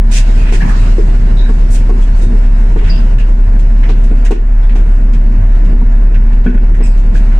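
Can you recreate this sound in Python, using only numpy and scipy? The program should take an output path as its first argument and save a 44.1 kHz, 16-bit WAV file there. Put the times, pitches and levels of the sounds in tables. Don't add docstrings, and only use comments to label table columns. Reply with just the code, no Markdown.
import sys
import numpy as np
from scipy import signal
from scipy.fft import rfft, irfft, next_fast_len
from scipy.io import wavfile
from scipy.ndimage import uniform_filter1d, minimum_filter1d, map_coordinates

SR = 44100
rng = np.random.default_rng(int(sys.argv[2]) if len(sys.argv) > 2 else 0)


def boost(x):
    u = np.asarray(x, float) / 20
    return 10 ** u


def wav_out(sig):
    wavfile.write(sys.argv[1], SR, np.round(np.clip(np.atleast_2d(sig).T, -1, 1) * 32767).astype(np.int16))


N = 325899

# frequency in Hz, relative level per Hz in dB.
GRIT_SPECTRUM = [(880, -50), (1500, -5), (2100, -6), (2590, -1), (2940, -8), (3250, -8), (4300, -12.5),
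                 (6000, -10.5), (7900, -12.5), (9500, -20), (11000, -33), (13000, -37), (15000, -43.5),
                 (16000, -55)]


def unit(x):
    return x / np.sqrt(np.mean(x ** 2) + 1e-20)


def along(points, hz):
    point_hz, value = np.transpose(points)
    return np.interp(np.log(hz + 1), np.log(point_hz + 1), value)


def curves(rows):
    s, *columns = np.transpose(rows)
    return [np.interp(np.arange(N) / SR, s, column) for column in columns]


def wobble(knots_per_s):
    return map_coordinates(rng.standard_normal(200), [np.arange(N) * knots_per_s / SR])


def filtered(x, response):
    m = next_fast_len(x.shape[-1] + 8192)
    spectrum = rfft(x, m) * response(np.fft.rfftfreq(m, 1 / SR))
    return irfft(spectrum, m)[..., :x.shape[-1]]


def pair(a, b):
    lag_s = 0.00054

    def mix_angle(hz):
        correlation = np.cos(2 * np.pi * hz * lag_s) / (1 + (hz / 1000) ** 4)
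        return np.arccos(correlation) / 2

    def response(hz):
        return np.array([np.cos(mix_angle(hz)), np.sin(mix_angle(hz))])

    mid, side = filtered(np.array([a, b]), response)
    return np.array([mid + side, mid - side])


def add(track, s, sound):
    spot = track[..., round(s * SR):][..., :sound.shape[-1]]
    spot += sound[..., :spot.shape[-1]]


def held(t, length_s, rise_s, t60_s):
    return (1 - np.exp(-t / rise_s)) * boost(-60 * np.maximum(t - length_s, 0) / t60_s)


def rush(spectrum, patchy_db):
    z = signal.stft(rng.standard_normal((2, N)), nperseg=1024)[2]
    field = rng.standard_normal(z.shape[1:])
    for axis in (0, 1):
        field = uniform_filter1d(field, size=6, axis=axis)
    noise = signal.istft(z * boost(patchy_db * unit(field)), nperseg=1024)[1][:, :N]
    shaped = filtered(noise, lambda hz: boost(along(spectrum, hz)))
    return unit(pair(*shaped))


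def traffic():
    # frequency in Hz, relative level per Hz in dB.
    rumble_spectrum = [(26, -36.5), (45, -12.5), (56, -14), (60, -33.5), (64, -26.5), (76, -17),
                       (92, -22.5), (105, -16.5), (162, -23), (236, -21.5), (269, -29.5), (320, -29.5),
                       (600, -37), (780, -75.5), (1320, -120)]
    tyre_spectrum = [(290, -11.5), (500, -14.5), (581, -9.5), (664, 3.5), (766, -5), (926, -1.5),
                     (1210, -13), (1430, -9), (1780, -11), (2040, -13), (2440, -18), (2690, -18.5),
                     (3300, -36), (4290, -41), (7260, -120)]
    hiss_spectrum = [(1650, -11), (2800, -2.5), (3080, -7.5), (5400, -9), (6250, -12.5), (7550, -12.5),
                     (8730, -14.5), (11300, -30.5), (14700, -38.5), (15500, -60.5), (16000, -72.5)]
    # time in seconds, swell in dB.
    swell = [(0, -8), (0.1, 6), (0.27, 9.5), (0.45, 9.5), (0.72, 15), (1.05, 7.5), (1.3, 4), (1.65, 6.5),
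             (2.6, 2), (2.9, 4.5), (3.5, -1), (3.9, 2), (4.5, -3), (4.82, 0), (6.1, -3), (6.9, -2.5),
             (7.15, 1), (7.39, 1.5)]
    swell_db, = curves(swell)
    shared = wobble(16)
    rumble_db = -21.5 + 0.27 * swell_db + 1.3 * wobble(8.3)
    tyres_db = -32.5 + 0.27 * swell_db + 1.0 * shared
    hiss_db = -47.5 + swell_db + 0.86 * shared
    rumble = boost(rumble_db) * rush(rumble_spectrum, patchy_db=1)
    tyres = boost(tyres_db) * rush(tyre_spectrum, patchy_db=1.0)
    hiss = boost(hiss_db) * rush(hiss_spectrum, patchy_db=2.5)
    return rumble + tyres + hiss


def walls(x):
    # frequency in Hz, t60 in seconds.
    wall_decay = [(150, 0.38), (500, 0.21), (2000, 0.38), (10000, 0.055)]
    hz, t, z = signal.stft(rng.standard_normal((2, SR // 2)), SR, nperseg=256)
    decay = boost(-60 * t / along(wall_decay, hz)[:, None])
    tails = signal.istft(z * decay, SR, nperseg=256)[1]
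    tails = tails / np.linalg.norm(tails[0])
    return pair(*signal.fftconvolve(x[None], tails, axes=1)[:, :N])


def squeaks():
    # start in seconds, level in dB, pitch in Hz, bandwidth in Hz, length in seconds.
    rubs = [(0.118, -38.5, 2630, 251, 0.13), (0.365, -36.5, 2550, 402, 0.18),
            (0.434, -29.5, 1670, 1800, 0.029), (0.463, -29, 2150, 2000, 0.035),
            (0.521, -27, 1960, 1500, 0.034), (0.616, -15, 188, 92.5, 0.078), (0.602, -25, 1720, 198, 0.041),
            (0.61, -28, 2110, 900, 0.061), (0.63, -23.5, 930, 395, 0.055), (0.692, -26, 1680, 403, 0.021),
            (0.713, -31.5, 1500, 1410, 0.045), (0.818, -32, 1100, 890, 0.055),
            (0.813, -37, 2620, 890, 0.055), (0.702, -26.5, 1093, 520, 0.041), (1.369, -36, 3770, 400, 0.03),
            (1.38, -40, 3840, 120, 0.085), (1.455, -37.5, 1650, 400, 0.05),
            (2.022, -42.5, 3320, 149, 0.014), (2.209, -47, 3750, 150, 0.06),
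            (2.758, -34.5, 1600, 1500, 0.017), (2.779, -32.5, 2210, 1790, 0.035),
            (2.838, -32.5, 1890, 2200, 0.053), (2.841, -21.5, 193.5, 89, 0.15),
            (2.893, -35, 5050, 200, 0.017), (2.898, -27, 4720, 237, 0.018), (2.947, -39, 4930, 503, 0.035),
            (2.911, -36, 2750, 199, 0.053), (2.916, -39.5, 3140, 1180, 0.064),
            (3.182, -32, 2785, 352, 0.018), (3.829, -30.5, 1990, 1190, 0.023),
            (3.888, -35.5, 3520, 2560, 0.027), (4.25, -39.5, 2770, 496, 0.023),
            (4.256, -32, 1780, 600, 0.018), (4.316, -32.5, 2490, 1190, 0.0082),
            (4.109, -29, 523, 203, 0.0074), (4.626, -49.5, 3470, 594, 0.03),
            (4.692, -35, 1990, 1810, 0.017), (4.758, -42.5, 1500, 1500, 0.011),
            (6.462, -24, 1554, 250, 0.013), (6.569, -37.5, 1960, 1500, 0.004),
            (6.74, -31, 1780, 900, 0.0084), (6.799, -32.5, 1890, 1210, 0.031),
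            (6.832, -37, 2520, 250, 0.033), (6.835, -37.5, 7900, 500, 0.008),
            (6.841, -42.5, 7450, 500, 0.0098), (6.887, -52, 7800, 500, 0.043),
            (6.824, -41, 5130, 200, 0.034), (6.887, -49, 4820, 900, 0.045), (7.147, -35, 1605, 204, 0.026),
            (7.315, -31.5, 1920, 1000, 0.0076)]
    rise_share, sag_db, release_t60_s = 0.057, 1.5, 0.17
    track, t = np.zeros((2, N)), np.arange(SR // 5) / SR
    for s, db, centre_hz, width_hz, length_s in rubs:
        noise = rng.standard_normal((2, len(t)))
        band = filtered(noise, lambda hz: 1 / (1 + (2 * (hz - centre_hz) / width_hz) ** 2))
        power = np.abs(uniform_filter1d(np.mean(band ** 2, 0), size=900))
        band = band / np.sqrt(power + 1e-12)
        judder = boost(1.9 * unit(uniform_filter1d(rng.standard_normal(len(t)), size=300)))
        level = boost(db - sag_db * np.minimum(t / length_s, 1))
        envelope = held(t, length_s, rise_share * length_s, release_t60_s)
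        add(track, s, level * envelope * judder * band)
    return pair(*track)


def scuffs():
    # start in seconds, level in dB, slide in seconds, tilt in dB an octave.
    slides = [(.108, -14, 0.07, 3.5), (0.358, -35.5, 0.1, -6), (0.52, -26.5, 0.031, 2),
              (0.565, -45, 0.0086, -1), (0.681, -42.5, 0.026, 11.5), (1.699, -31.5, 0.05, 12.5),
              (1.745, -31.5, 0.018, 4), (1.784, -49.5, 0.014, 8), (1.9, -45, 0.0066, 1),
              (2.003, -42, 0.041, 4), (2.149, -43, 0.05, 6.5), (2.211, -39.5, 0.033, 6),
              (2.84, -34.5, 0.048, -3.5), (3.183, -32, 0.015, -4.5), (3.592, -40.5, 0.013, 2),
              (3.833, -37, 0.01, -6), (3.89, -33.5, 0.015, -4.5), (4.038, -42.5, 0.011, 3),
              (4.168, -43.5, 0.017, -2.5), (4.248, -34, 0.018, 2.5), (4.309, -28, 0.0072, -0.5),
              (4.755, -35, 0.012, -2), (5.133, -35.5, 0.0077, -2.5), (5.648, -38.5, 0.012, -5),
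              (6.144, -29.5, 0.0063, -11.5), (6.325, -39.5, 0.01, -7), (6.441, -39, 0.0088, -4.5),
              (6.463, -31, 0.039, -8), (6.575, -45, 0.014, -18), (6.743, -46.5, 0.02, 2.5),
              (6.836, -41, 0.036, 6.5), (6.97, -43, 0.027, 0), (7.141, -35.5, .04, -1.5),
              (7.311, -46, 0.01, -20)]
    full_slide_s = 0.09
    track, t = np.zeros((2, N)), np.arange(SR // 4) / SR
    for s, db, slide_s, tilt_db in slides:
        noise = rng.standard_normal((2, len(t)))
        roughness = boost(1.5 * unit(uniform_filter1d(rng.standard_normal(len(t)), size=64)))

        def response(hz):
            return boost(along(GRIT_SPECTRUM, hz) + tilt_db * np.log2(hz / 5000 + 0.0089))

        grit = unit(filtered(noise * roughness, response))
        rise_s = slide_s * (slide_s / full_slide_s) ** 2
        add(track, s, boost(db) * held(t, slide_s, rise_s, 0.15) * grit)
    return pair(*track)


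def thumps():
    # start in seconds, strength in dB, pitch in Hz.
    blows = [(0.624, -10.5, 112), (0.778, -7, 93.5), (1.618, -18, 78), (2.825, -8, 87.4),
             (3.152, -10, 114.3), (3.454, -10, 85.3), (4.119, -13, 256), (5.381, -2.5, 93.8),
             (5.805, -12.5, 100.3), (6.763, -20, 93)]
    track, t = np.zeros(N), np.arange(SR // 2) / SR
    for s, db, hz in blows:
        envelope = held(t, 0, rise_s=0.01, t60_s=0.31)
        add(track, s, boost(db) * envelope * np.sin(2 * np.pi * hz * t))
    return track


def clacks():
    # start in seconds, strength in dB.
    strikes = [(0.525, -39.5), (1.899, -41.5), (2.761, -38), (3.183, -41.5), (3.891, -38), (4.114, -41),
               (4.308, -34), (4.318, -33.5), (4.756, -47), (6.463, -19), (6.475, -28), (6.576, -31)]
    # nominal frequency in Hz, nominal level in dB, t60 in seconds.
    tip_modes = [(1500, 6, 0.055), (1740, -2.5, 0.14), (2305, -2, 0.098), (2500, -12, 0.12),
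                 (2624, -6.5, 0.12), (3265, -10.5, 0.04)]
    crack_db, crack_t60_s = -10, 0.013
    track, t = np.zeros(N), np.arange(SR // 8) / SR
    hz, mode_db, t60_s = np.transpose(tip_modes)[..., None]
    for s, db in strikes:
        levels_db = mode_db + rng.normal(0, 1.6, hz.shape)
        struck_hz = hz * rng.normal(1, 0.017, hz.shape)
        phase = rng.uniform(0, 2 * np.pi, hz.shape)
        modes = boost(levels_db - 60 * t / t60_s) * np.sin(2 * np.pi * struck_hz * t + phase)
        ring = held(t, 0.0075, rise_s=0.0015, t60_s=0.15) * modes.sum(0)
        noise = rng.standard_normal(len(t))
        crack = unit(filtered(noise, lambda f: boost(along(GRIT_SPECTRUM, f)) / (1 + (f / 3000) ** 4)))
        add(track, s, boost(db) * (ring + boost(crack_db - 60 * t / crack_t60_s) * crack))
    return track


def heels():
    # start in seconds, strength in dB, dull modes in dB, upper modes in dB,
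    # ringing before damping in seconds.
    strikes = [(0.521, -16, -11.5, -10, 0.033), (0.615, -34, 11, 4.5, 0.054), (0.982, -9, -28, -32, 0.018),
               (1.491, -18.5, 0.5, -14, 0.02), (1.891, -17.5, -1.5, -9, 0.063),
               (2.332, -22, -9, -24, 0.021), (2.759, -12, -3, -17, 0.014), (2.811, -21.5, -4, -9, 0.024),
               (3.892, -15.5, -6.5, -12.5, 0.021), (4.112, -19.5, 7.5, -21, 0.017),
               (4.307, -6.5, -6, -14, 0.024), (4.753, -23.5, 1.5, -8.5, 0.019),
               (5.728, -23.5, -31, -17.5, 0.018), (5.812, -25, 8, -8, 0.022),
               (6.46, -10.5, 8, -15.5, 0.049), (6.803, -16, -5, -15, 0.018)]
    # frequency in Hz, nominal level in dB, t60 in seconds.
    slab_modes = [(193.7, 0, 0.29), (237.5, -1, 0.56), (352.2, -0.5, 0.33), (381.7, -0.5, 0.5),
                  (436.6, -2.5, 0.22), (716, 5, 0.092), (912, 3.5, 0.1), (1093, -3, 0.24)]
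    track, t = np.zeros(N), np.arange(SR // 4) / SR
    hz, mode_db, t60_s = np.transpose(slab_modes)[..., None]
    group = np.digitize(hz, [300, 600])
    for s, db, dull_db, upper_db, ringing_s in strikes:
        levels_db = mode_db + np.array([dull_db, 0, upper_db])[group] + rng.normal(0, 1.0, hz.shape)
        drift = np.cumsum(rng.normal(0, 0.082, (len(hz), len(t))), 1)
        phase = 2 * np.pi * hz * t + drift * (group > 1)
        ring = boost(levels_db - 60 * t / t60_s) * np.sin(phase)
        add(track, s, boost(db) * held(t, ringing_s, rise_s=0.003, t60_s=0.026) * ring.sum(0))
    return track


def bus():
    # time in seconds, firing tone rms in dB.
    drone_level = [(0, -3), (0.7, -4), (2.9, -4), (3.9, -3.5), (7.39, -4)]
    # multiple of the turn rate, nominal rms in dB.
    other_orders = [(2, -16.5), (6, -31.5), (8, -33.5), (12, -40.5), (20, -33)]
    crank_hz = 11.67
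    turn = 2 * np.pi * crank_hz * np.arange(N) / SR
    drone = boost(curves(drone_level)[0]) * np.cos(3 * turn + 0.13 * wobble(12.0))
    orders = np.zeros(N)
    for k, db in other_orders:
        orders += boost(db + 3.0 * wobble(8.2)) * np.sin(k * turn + 1.67 * wobble(7))
    return np.sqrt(2) * (drone + orders)


def dips():
    # start in seconds, nominal depth in dB (negative lifts).
    level_dips = [(0.13, -3), (4.322, 7.5), (6.47, -3.5)]
    fall_s, return_t60_s = 0.025, 0.73
    depth_db = np.zeros(N)
    for s, db in level_dips:
        since_s = np.maximum(np.arange(N) / SR - s, 0)
        depth_db += db * held(since_s, 2 * fall_s, fall_s, return_t60_s)
    return boost(-depth_db)


def scene():
    background = dips() * (traffic() + bus())
    friction = scuffs() + squeaks()
    knocks = heels() + clacks()
    echo = boost(-8.5) * walls(knocks + boost(-3) * friction[0])
    placed = knocks * boost([[.4], [-.4]])
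    return background + friction + placed + echo + thumps()


def band_limit(x):
    return signal.sosfilt(signal.butter(12, 19310, fs=SR, output="sos"), x)


def record(dry):
    # frequency in Hz, left over right in dB.
    channel_lean = [(60, 0.0), (180, -0.5), (550, 0), (1650, -1.0), (4970, -1.5), (15000, 1)]
    ceiling = 1.01
    x = filtered(dry, lambda hz: boost(np.outer([.5, -.5], along(channel_lean, hz))))
    need = np.minimum(1, ceiling / (np.abs(x).max(0) + 1e-9))
    lowest = minimum_filter1d(need, size=1400, origin=500)
    gain = uniform_filter1d(lowest, size=400)
    return band_limit(np.clip(x * gain, -1, 1))


dry = scene()
out = record(dry)
wav_out(out)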